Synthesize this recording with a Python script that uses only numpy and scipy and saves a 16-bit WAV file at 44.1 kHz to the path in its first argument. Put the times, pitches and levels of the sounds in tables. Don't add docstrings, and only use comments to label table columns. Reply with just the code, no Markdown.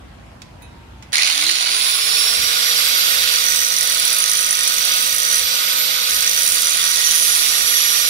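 import sys
import numpy as np
from scipy import signal
from scipy.fft import rfft, irfft, next_fast_len
from scipy.io import wavfile
from scipy.ndimage import uniform_filter1d, map_coordinates

SR = 44100
rng = np.random.default_rng(int(sys.argv[2]) if len(sys.argv) > 2 else 0)


def int16_out(signal):
    q = np.round(np.clip(np.atleast_2d(signal).T, -1, 1) * 32767)
    wavfile.write(sys.argv[1], SR, q.astype(np.int16))


N = 356769

DISC_PER_TURN = 12 / 37

# [t/s, armature turns f/Hz, shaft tone level/dB, gear mesh level/dB, commutator level/dB]
MOTOR_RUN = [(1.125, 139.8, -59, -17, -46), (1.3, 244.4, -53, -21, -48), (1.4, 296.8, -41, -26, -50),
             (1.5, 345, -39, -14, -44), (1.6, 371.9, -54, -22, -42), (1.75, 402, -45, -23, -25),
             (1.9, 426.6, -51, -30, -22), (2.15, 452.3, -45, -20, -21), (2.5, 474.4, -44, -23, -28.5),
             (2.9, 487.7, -44.5, -28, -23.5), (3.3, 489.3, -43.5, -28, -24.5),
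             (3.6, 493.2, -45.5, -24, -30), (4.5, 494.7, -47, -28.5, -27.5), (5.4, 494, -45, -25.5, -25.5),
             (6.0, 498.6, -44.5, -31, -23), (6.3, 494, -46.5, -26, -29.5), (7.0, 490.8, -47.5, -26, -27.5),
             (7.4, 482.3, -47.5, -21, -23.5), (8.09, 479, -46, -25, -24)]
# [t/s, roar level/dB, brush hiss level/dB]
FAN_AND_BRUSH_LEVELS = [(1.13, -15, -42), (1.2, -11.5, -46), (1.28, -15.5, -38), (1.33, -20, -35),
                        (1.6, -22, -38.5), (2.2, -21.5, -32), (3.2, -20, -32.5), (3.7, -23.5, -32),
                        (4.3, -22, -34.5), (4.5, -25, -34.5), (4.93, -21, -30), (5.2, -24.5, -32.5),
                        (5.45, -22, -35), (6.0, -22.5, -35), (6.45, -23.5, -29), (6.95, -23, -32),
                        (8.09, -22, -29.5)]
# [t/s, level/dB]
GEAR_KNOCKS = [(1.1302, -2.5), (1.1441, -4), (1.155, -1), (1.181, -4), (1.22, -4), (1.2314, -1),
               (1.2465, -8), (1.298, -4), (1.325, -5), (1.3773, -2.5), (1.4236, -4), (1.4382, -2),
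               (1.4657, -5), (1.4914, -1), (1.5127, -6), (1.607, -6), (1.625, -5), (1.6677, -5),
               (1.692, -6), (1.716, -6)]
# [f/Hz, basic width/Hz, first stroke level/dB, second stroke level/dB]
BLADE_MODES = [(1480, 110, -13, -34), (1880, 51, -4, -1), (3670, 180, -23, -25), (5980, 226, 2.5, 5.5),
               (6660, 30, -6.5, -3.5), (7130, 130, -21, -7), (8040, 170, -2.5, -18), (8640, 52, 0, -2.5),
               (9780, 200, -3, -2), (10446, 56, 5.5, 1.5), (10720, 114, -1.5, -4), (11500, 170, -25, -12),
               (12900, 120, -7, -20), (13800, 100, -18, -22)]


def amp(db):
    return 10 ** (np.asarray(db) / 20)


def unit(x):
    return x / np.sqrt(np.mean(x ** 2) + 1e-20)


def along(points, hz):
    f, v = np.transpose(points)
    return np.interp(np.log(hz + 1), np.log(f + 1), v)


def curves(rows):
    s, *cols = np.transpose(rows)
    return [np.interp(np.arange(N) / SR, s, c) for c in cols]


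def during(rows):
    t = np.arange(N) / SR
    inside_s = np.minimum(t - rows[0][0], rows[-1][0] - t)
    return np.clip(inside_s / .003 + 1, 0, 1)


def wobble(rate):
    points = rng.standard_normal(int(N * rate / SR) + 4)
    return map_coordinates(points, [np.arange(N) * rate / SR])


def filtered(x, response):
    m = next_fast_len(N + SR // 2)
    return irfft(rfft(x, m) * response(np.fft.rfftfreq(m, 1 / SR)), m)[..., :N]


def mode(hz, width, db):
    return lambda f: amp(db) * 1j * f * width / (hz * hz - f * f + 1j * f * width)


def hiss(spectrum, patchy_db):
    z = signal.stft(rng.standard_normal(N + 512), nperseg=512)[2]
    field = uniform_filter1d(rng.standard_normal(z.shape), 5, 0)
    patches = uniform_filter1d(field, 10, 1)
    x = signal.istft(z * amp(patchy_db * unit(patches)), nperseg=512)[1][:N]
    return unit(filtered(x, lambda hz: amp(along(spectrum, hz))))


def scrapes(times, gains, length_s, snap=0):
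    blows = np.bincount(np.round(np.asarray(times) * SR).astype(int), gains, N)[:N]
    t = np.arange(SR // 50) / SR
    swell_and_fade = t / length_s * np.exp(1 - t / length_s)
    burst = signal.fftconvolve(blows, swell_and_fade)[:N]
    return snap * blows + burst * rng.standard_normal(N)


def far_whine():
    # [t/s, f/Hz, level/dB before wavering]
    whine_path = [(0, 1140, -60), (.3, 1066, -61), (.55, 980, -54), (.8, 926, -52), (1.13, 870, -58)]
    hz, db = curves(whine_path)
    return during(whine_path) * amp(db + 2 * wobble(11.2)) * np.sin(2 * np.pi * np.cumsum(hz) / SR)


def rumble():
    # [f/Hz, relative level/dB]
    rumble_colour = [(15, -48), (25, -40), (54, 5), (103, 0), (317, -12.5), (352, -15.5), (400, -24),
                     (520, -63), (880, -120)]
    # [t/s, rise/dB, half length/s]
    swells = [(2.4, 10.5, 0.096), (2.97, 6, .05), (3.81, 7, 0.063), (5.2, 4, .15), (5.661, 0, .08),
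              (5.97, 3, .04), (6.18, 8, 0.068), (7.12, 5, .1)]
    quiet_db, running_db, running_waver_db = -42.5, -56.5, 3
    t = np.arange(N) / SR
    running = uniform_filter1d(during(FAN_AND_BRUSH_LEVELS), size=2000)
    level_db = quiet_db + running * (running_db - quiet_db + running_waver_db * wobble(8.1))
    for s, rise_db, half_s in swells:
        level_db += rise_db * np.exp(-((t - s) / half_s) ** 2)
    apart = .15 + 1.3 * during(FAN_AND_BRUSH_LEVELS)
    common = hiss(rumble_colour, patchy_db=0.0)
    separate = np.array([hiss(rumble_colour, patchy_db=3.0) for _ in "LR"])
    return amp(level_db) * (common + apart * separate) / np.sqrt(1 + apart ** 2 / 2)


def background():
    # [f/Hz, relative level/dB]
    air_colour = [(150, -46), (200, -1.5), (390, -9.5), (700, -6.5), (1290, -12), (3000, -17.5),
                  (6300, -28), (11900, -33.5), (14500, -45), (15700, -56)]
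    air = np.array([hiss(air_colour, patchy_db=2.1) for _ in "LR"])
    return rumble() + amp(-46) * air + far_whine()


def handling():
    # [t/s, level/dB, treble level/dB, time to fall 60 dB/s]
    ticks = [(.418, -27.5, -20, 0.05), (1.025, -33, -28, 0.07), (1.122, -23, -10, 0.017)]
    # [t/s, level/dB]
    clinks = [(0.621, -43.5)]
    # [f/Hz, level/dB, longest time to fall 60 dB/s, capped below]
    clink_modes = [(1980, -10, 1.4), (2550, -2, 0.39), (2616, -20, 5.0), (3068, -18, 5.0), (3790, -1, 0.45),
                   (4070, -5, 0.32), (4630, -26, 5.0), (6500, -6, 0.25), (10570, -1, 0.24),
                   (10800, -12, 0.28)]
    out, t = np.zeros(N + SR), np.arange(SR // 2) / SR
    for s, db, treble_db, t60 in ticks:
        dull, bright = rng.standard_normal((2, len(t))) * amp(-60 * t / t60)
        dull = signal.lfilter(*signal.butter(2, [1200, 6000], "band", fs=SR), dull)
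        treble = amp(treble_db - 11) * np.diff(bright, prepend=0)
        out[round(s * SR):][:len(t)] += amp(db + 5.0) * (dull + treble)
    for s, db in clinks:
        ring = np.zeros(len(t))
        for hz, level_db, t60 in clink_modes:
            ring += amp(level_db - 60 * t / min(t60, .28)) * np.sin(2 * np.pi * hz * t)
        touch = amp(-60 * t / .05) * np.diff(rng.standard_normal(len(t) + 1))
        out[round(s * SR):][:len(t)] += amp(db) * (ring + touch)
    return out[:N]


def shaft_tones(turns_hz, angle):
    _, shaft_db, mesh_db, bars_db = curves(MOTOR_RUN)

    def tone(order, db, rough):
        level = np.sqrt(2) * amp(db + 1.8 * rough * wobble(26))
        return level * np.sin(order * angle + rough * wobble(60))

    tones = tone(order=1, db=shaft_db + 3.6, rough=0.19)
    tones += (turns_hz / 480) ** 3 * tone(order=12, db=mesh_db + 1.5 * wobble(11), rough=0.9)
    tones += tone(order=24, db=bars_db + 2.5 * wobble(5), rough=.6)
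    tones += tone(order=25, db=bars_db - 15, rough=.4)
    shake = (turns_hz / 495) ** 4
    tones += shake * tone(order=DISC_PER_TURN, db=shaft_db - 8, rough=.5)
    tones += shake * tone(order=2 * DISC_PER_TURN, db=shaft_db - 7, rough=.3)
    tones += shake ** 2 * tone(order=3, db=shaft_db + 7, rough=.8)
    tones += np.clip(4 * shake - .6, 0, 1) * tone(order=2.525, db=-37, rough=.35)
    return tones


def fan_and_brushes(angle):
    # [f/Hz, relative level/dB]
    housing_colour = [(90, -39), (150, -38.5), (320, -32.5), (430, -17), (520, -19.5), (600, -14.5),
                      (800, -19.5), (1100, -8.5), (1300, -6.5), (1440, -2.5), (1650, -10.5), (2700, -3.5),
                      (3730, 0.5), (4600, 0.5), (5770, -4.5), (7170, -10.5), (10900, -10), (15000, -54),
                      (22000, -120)]
    # [f/Hz, relative level/dB]
    brush_colour = [(4120, -25.5), (7000, -30), (8030, 1.5), (11100, -5), (12000, -1), (12500, -2),
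                    (15900, -9)]
    roar_db, brush_db = curves(FAN_AND_BRUSH_LEVELS)
    throb = np.sin(DISC_PER_TURN * angle)
    roar_gain = amp(roar_db + 5.5 + 0.54 * wobble(9) + 0.48 * wobble(60))
    brush_gain = amp(brush_db + 10.5 + 1.5 * wobble(7) + 0.5 * wobble(60))
    roar = roar_gain * (1 + 0.036 * throb) * hiss(housing_colour, patchy_db=0.5)
    brushes = brush_gain * (1 + 0.098 * throb) * hiss(brush_colour, patchy_db=-0.5)
    return roar + brushes


def gear_rattle():
    # [f/Hz, width/Hz, level/dB]
    gearbox_modes = [(690, 260, -15), (1270, 400, -6.5), (2200, 760, -4.5), (3040, 240, 0.5),
                     (3710, 270, 0.5), (4340, 230, 6.5), (5150, 140, -1.5), (6130, 280, 0.5),
                     (9770, 470, -2), (12500, 4400, -21)]
    s, db = np.transpose(GEAR_KNOCKS)
    knocks = scrapes(s, amp(db + 2.5), length_s=0.00088, snap=3.5)
    small_s = s[0] + np.cumsum(rng.uniform(.004, .014, 90))
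    small_db = -2.5 - 8.5 * (small_s - s[0]) + rng.normal(0, 2.4, 90)
    knocks += scrapes(small_s, amp(small_db), length_s=0.0011, snap=1.3)

    def gearbox(f):
        return sum((-1) ** k * mode(*m)(f) for k, m in enumerate(gearbox_modes))

    return filtered(knocks, gearbox)


def motor():
    turns_hz = curves(MOTOR_RUN)[0]
    angle = 2 * np.pi * np.cumsum(turns_hz) / SR
    tones = shaft_tones(turns_hz, angle)
    noise = fan_and_brushes(angle)
    slack = np.clip((turns_hz - 100) / 330, .3, 1)
    since_start = np.arange(N) / SR - GEAR_KNOCKS[0][0]
    growl = amp(-19 - 22 * since_start + 4 * wobble(90)) * wobble(900) * np.sin(12 * angle)
    return during(FAN_AND_BRUSH_LEVELS) * (tones + slack * noise + growl) + gear_rattle()


def pings():
    # [t/s, level/dB]
    touches = [(2.371, -23), (2.6725, -19), (3.1053, -18), (3.5124, -22)]
    out, t = np.zeros(N + SR), np.arange(SR // 4) / SR
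    swell_in = 1 - np.exp(-t / 0.0034)
    ring = swell_in * np.sin(2 * np.pi * BLADE_MODES[1][0] * t)
    for s, db in touches:
        out[round(s * SR):][:len(t)] += amp(db - 60 * t / 0.16) * ring
    return out[:N]


def landings(strike):
    # [t/s, average disc turns from landing to landing, low ring level/dB, high ring level/dB]
    hop_strokes = [
        [(3.32, 3.5, -7, -13), (3.5, 3, -3.5, -12), (3.56, 1.95, -6.5, -10), (3.68, 3, -5.5, -12),
         (3.82, 3.53, -5, -5), (4.05, 4.4, -10, -3.5), (4.2, 2.8, -7, -6.5), (4.45, 3.2, -5, -6),
         (4.95, 3.7, -9, -9), (5.08, 2.52, -10, -8.5), (5.2, 3.07, -4, -4), (5.27, 1.95, -8.5, -9),
         (5.4, 1.87, -7, -7)],
        [(6.09, 3, -12.5, -7), (6.28, 3, -7, -6), (6.33, 2.46, -10, -5), (6.48, 2.2, -9, -2.5),
         (6.6, 2, -15, -4), (6.8, 2.07, -12, -4.5), (6.94, 2.1, -16, -5.5), (7.02, 2.55, -11, -15)],
    ]
    scatter_db, scatter_s = 2.5, .0005
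    rows = []
    for stroke in hop_strokes:
        s = strike[(strike > stroke[0][0] * SR) & (strike < stroke[-1][0] * SR)]
        turns, *ring_db = (c[s] for c in curves(stroke))
        lands = np.diff(np.floor(np.cumsum(1 / turns)), prepend=-1) > 0
        chance = rng.standard_normal((len(s), 3))
        times = s / SR + scatter_s * chance[:, 0]
        gains = amp(np.c_[ring_db].T + scatter_db * chance[:, 1:])
        rows.append(np.c_[times, gains][lands])
    return np.vstack(rows).T


def blade():
    # [t/s, low ring level/dB, high ring level/dB]
    press_strokes = [
        [(3.3, -25, -29), (3.41, -27, -31), (3.54, -25, -27), (3.65, -33, -19), (3.88, -25, -30),
         (4.07, -23, -30), (4.3, -30, -14), (4.78, -31, -32), (5.22, -31, -29), (5.42, -28, -31)],
        [(6.3, -25, -27), (6.538, -20, -27), (6.702, -27, -18), (6.868, -28, -25), (7.008, -21, -15),
         (7.142, -21.5, -17), (7.336, -26, -15), (7.804, -21.5, -18), (8.09, -26, -20.5)],
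    ]
    high_from_hz = 6400
    t = np.arange(N) / SR
    disc_turns = np.cumsum(curves(MOTOR_RUN)[0] * DISC_PER_TURN) / SR
    strike = np.flatnonzero(np.diff(np.floor(disc_turns)))
    scatter = amp(2 * rng.standard_normal(len(strike)))
    steady = np.clip((t - 6.75) / 0.26, .33, 1)
    landing_s, *landing_gain = landings(strike)
    drive = []
    for ring in range(2):
        press = steady * sum(during(rows) * amp(curves(rows)[ring]) for rows in press_strokes)
        turns = scrapes(strike / SR, scatter * press[strike], length_s=0.00071, snap=10.45)
        grit = 0.22 * press * rng.standard_normal(N)
        hops = scrapes(landing_s, landing_gain[ring], length_s=0.0009, snap=23.2)
        drive.append(amp(14.5) * (turns + grit) + hops)

    def soft_mode(hz, width):
        return lambda f: mode(hz, 1.5 * width, 0)(f) * mode(hz, 4 * width, 0)(f)

    second_stroke = t > press_strokes[1][0][0] - .5
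    ringing = np.zeros(N)
    for hz, width, first_db, second_db in BLADE_MODES:
        high = hz > high_from_hz
        swell_db = (1.8 if high else 1) * wobble(5)
        gain = amp(np.where(second_stroke, second_db, first_db) + swell_db)
        ringing += filtered(gain * drive[int(high)], soft_mode(hz, width))
    bare_contact = filtered(drive[1], lambda f: f / (f + 3000))
    return ringing + amp(-48) * bare_contact


def walls(x):
    # [f/Hz, time to fall 60 dB/s]
    wall_decay = [(200, 0.31), (2000, 1), (12000, 0.017)]
    hz, t, z = signal.stft(rng.standard_normal((2, SR // 3)), SR, nperseg=256)
    kept = (hz ** 2 / (hz ** 2 + 1500 ** 2))[:, None]
    fade = amp(-60 * t / along(wall_decay, hz)[:, None])
    tail = signal.istft(kept * z * fade, SR, nperseg=256)[1]
    delayed = np.pad(x, (150, 0))[None]
    return signal.fftconvolve(delayed, tail / np.linalg.norm(tail[0]), axes=1)[:, :N]


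def wandering(x, frames):
    z = signal.stft(x, nperseg=128)[2]
    field = uniform_filter1d(rng.standard_normal((2, *z.shape)), frames, 2)
    turn = field[0] + 1j * field[1]
    return signal.istft(z * turn / np.abs(turn), nperseg=128)[1][:N]


def scene():
    # [f/Hz, share]
    direct_share = [(100, .95), (300, .8), (700, .78), (1400, .84), (3000, .54), (8000, .55), (13000, .25)]
    # [f/Hz, level/dB]
    left_shadow = [(60, -2.5), (110, -1.5), (200, -1.0), (380, -7.0), (700, -4.0), (1290, -4.5),
                   (2380, -4.0), (4400, -7.5), (8120, -8.0), (15000, -7.0)]
    # [f/Hz, phase lead/rad]
    left_phase = [(0, 0), (600, 5.4), (1030, 3.2), (1810, 1.8), (3450, -5.7), (3700, -5.1), (4050, -8.9),
                  (5680, -13.2), (7750, -21.7), (10100, -23.7), (11300, -33.0), (13800, -35.7),
                  (14600, -43.6), (16600, -44.2)]
    tool = motor() + blade() + pings() + handling()
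    far_side = 1.3 * wandering(tool, frames=12)

    def share(hz):
        return along(direct_share, hz)

    def round_the_body(hz):
        phase = np.interp(hz, *np.transpose(left_phase))
        return amp(along(left_shadow, hz)) * np.exp(1j * phase)

    left = filtered(tool, share) + filtered(far_side, lambda hz: np.sqrt(1 - share(hz) ** 2))
    left, right = np.array([left, tool]) + amp(-12) * walls(tool)
    return np.array([filtered(left, round_the_body), right]) + background()


def record(dry):
    top_hz = 15750
    clipped = dry / (1 + np.abs(dry / .98) ** 8) ** (1 / 8)
    return filtered(clipped, lambda hz: hz < top_hz)


dry = scene()
out = record(dry)
int16_out(out)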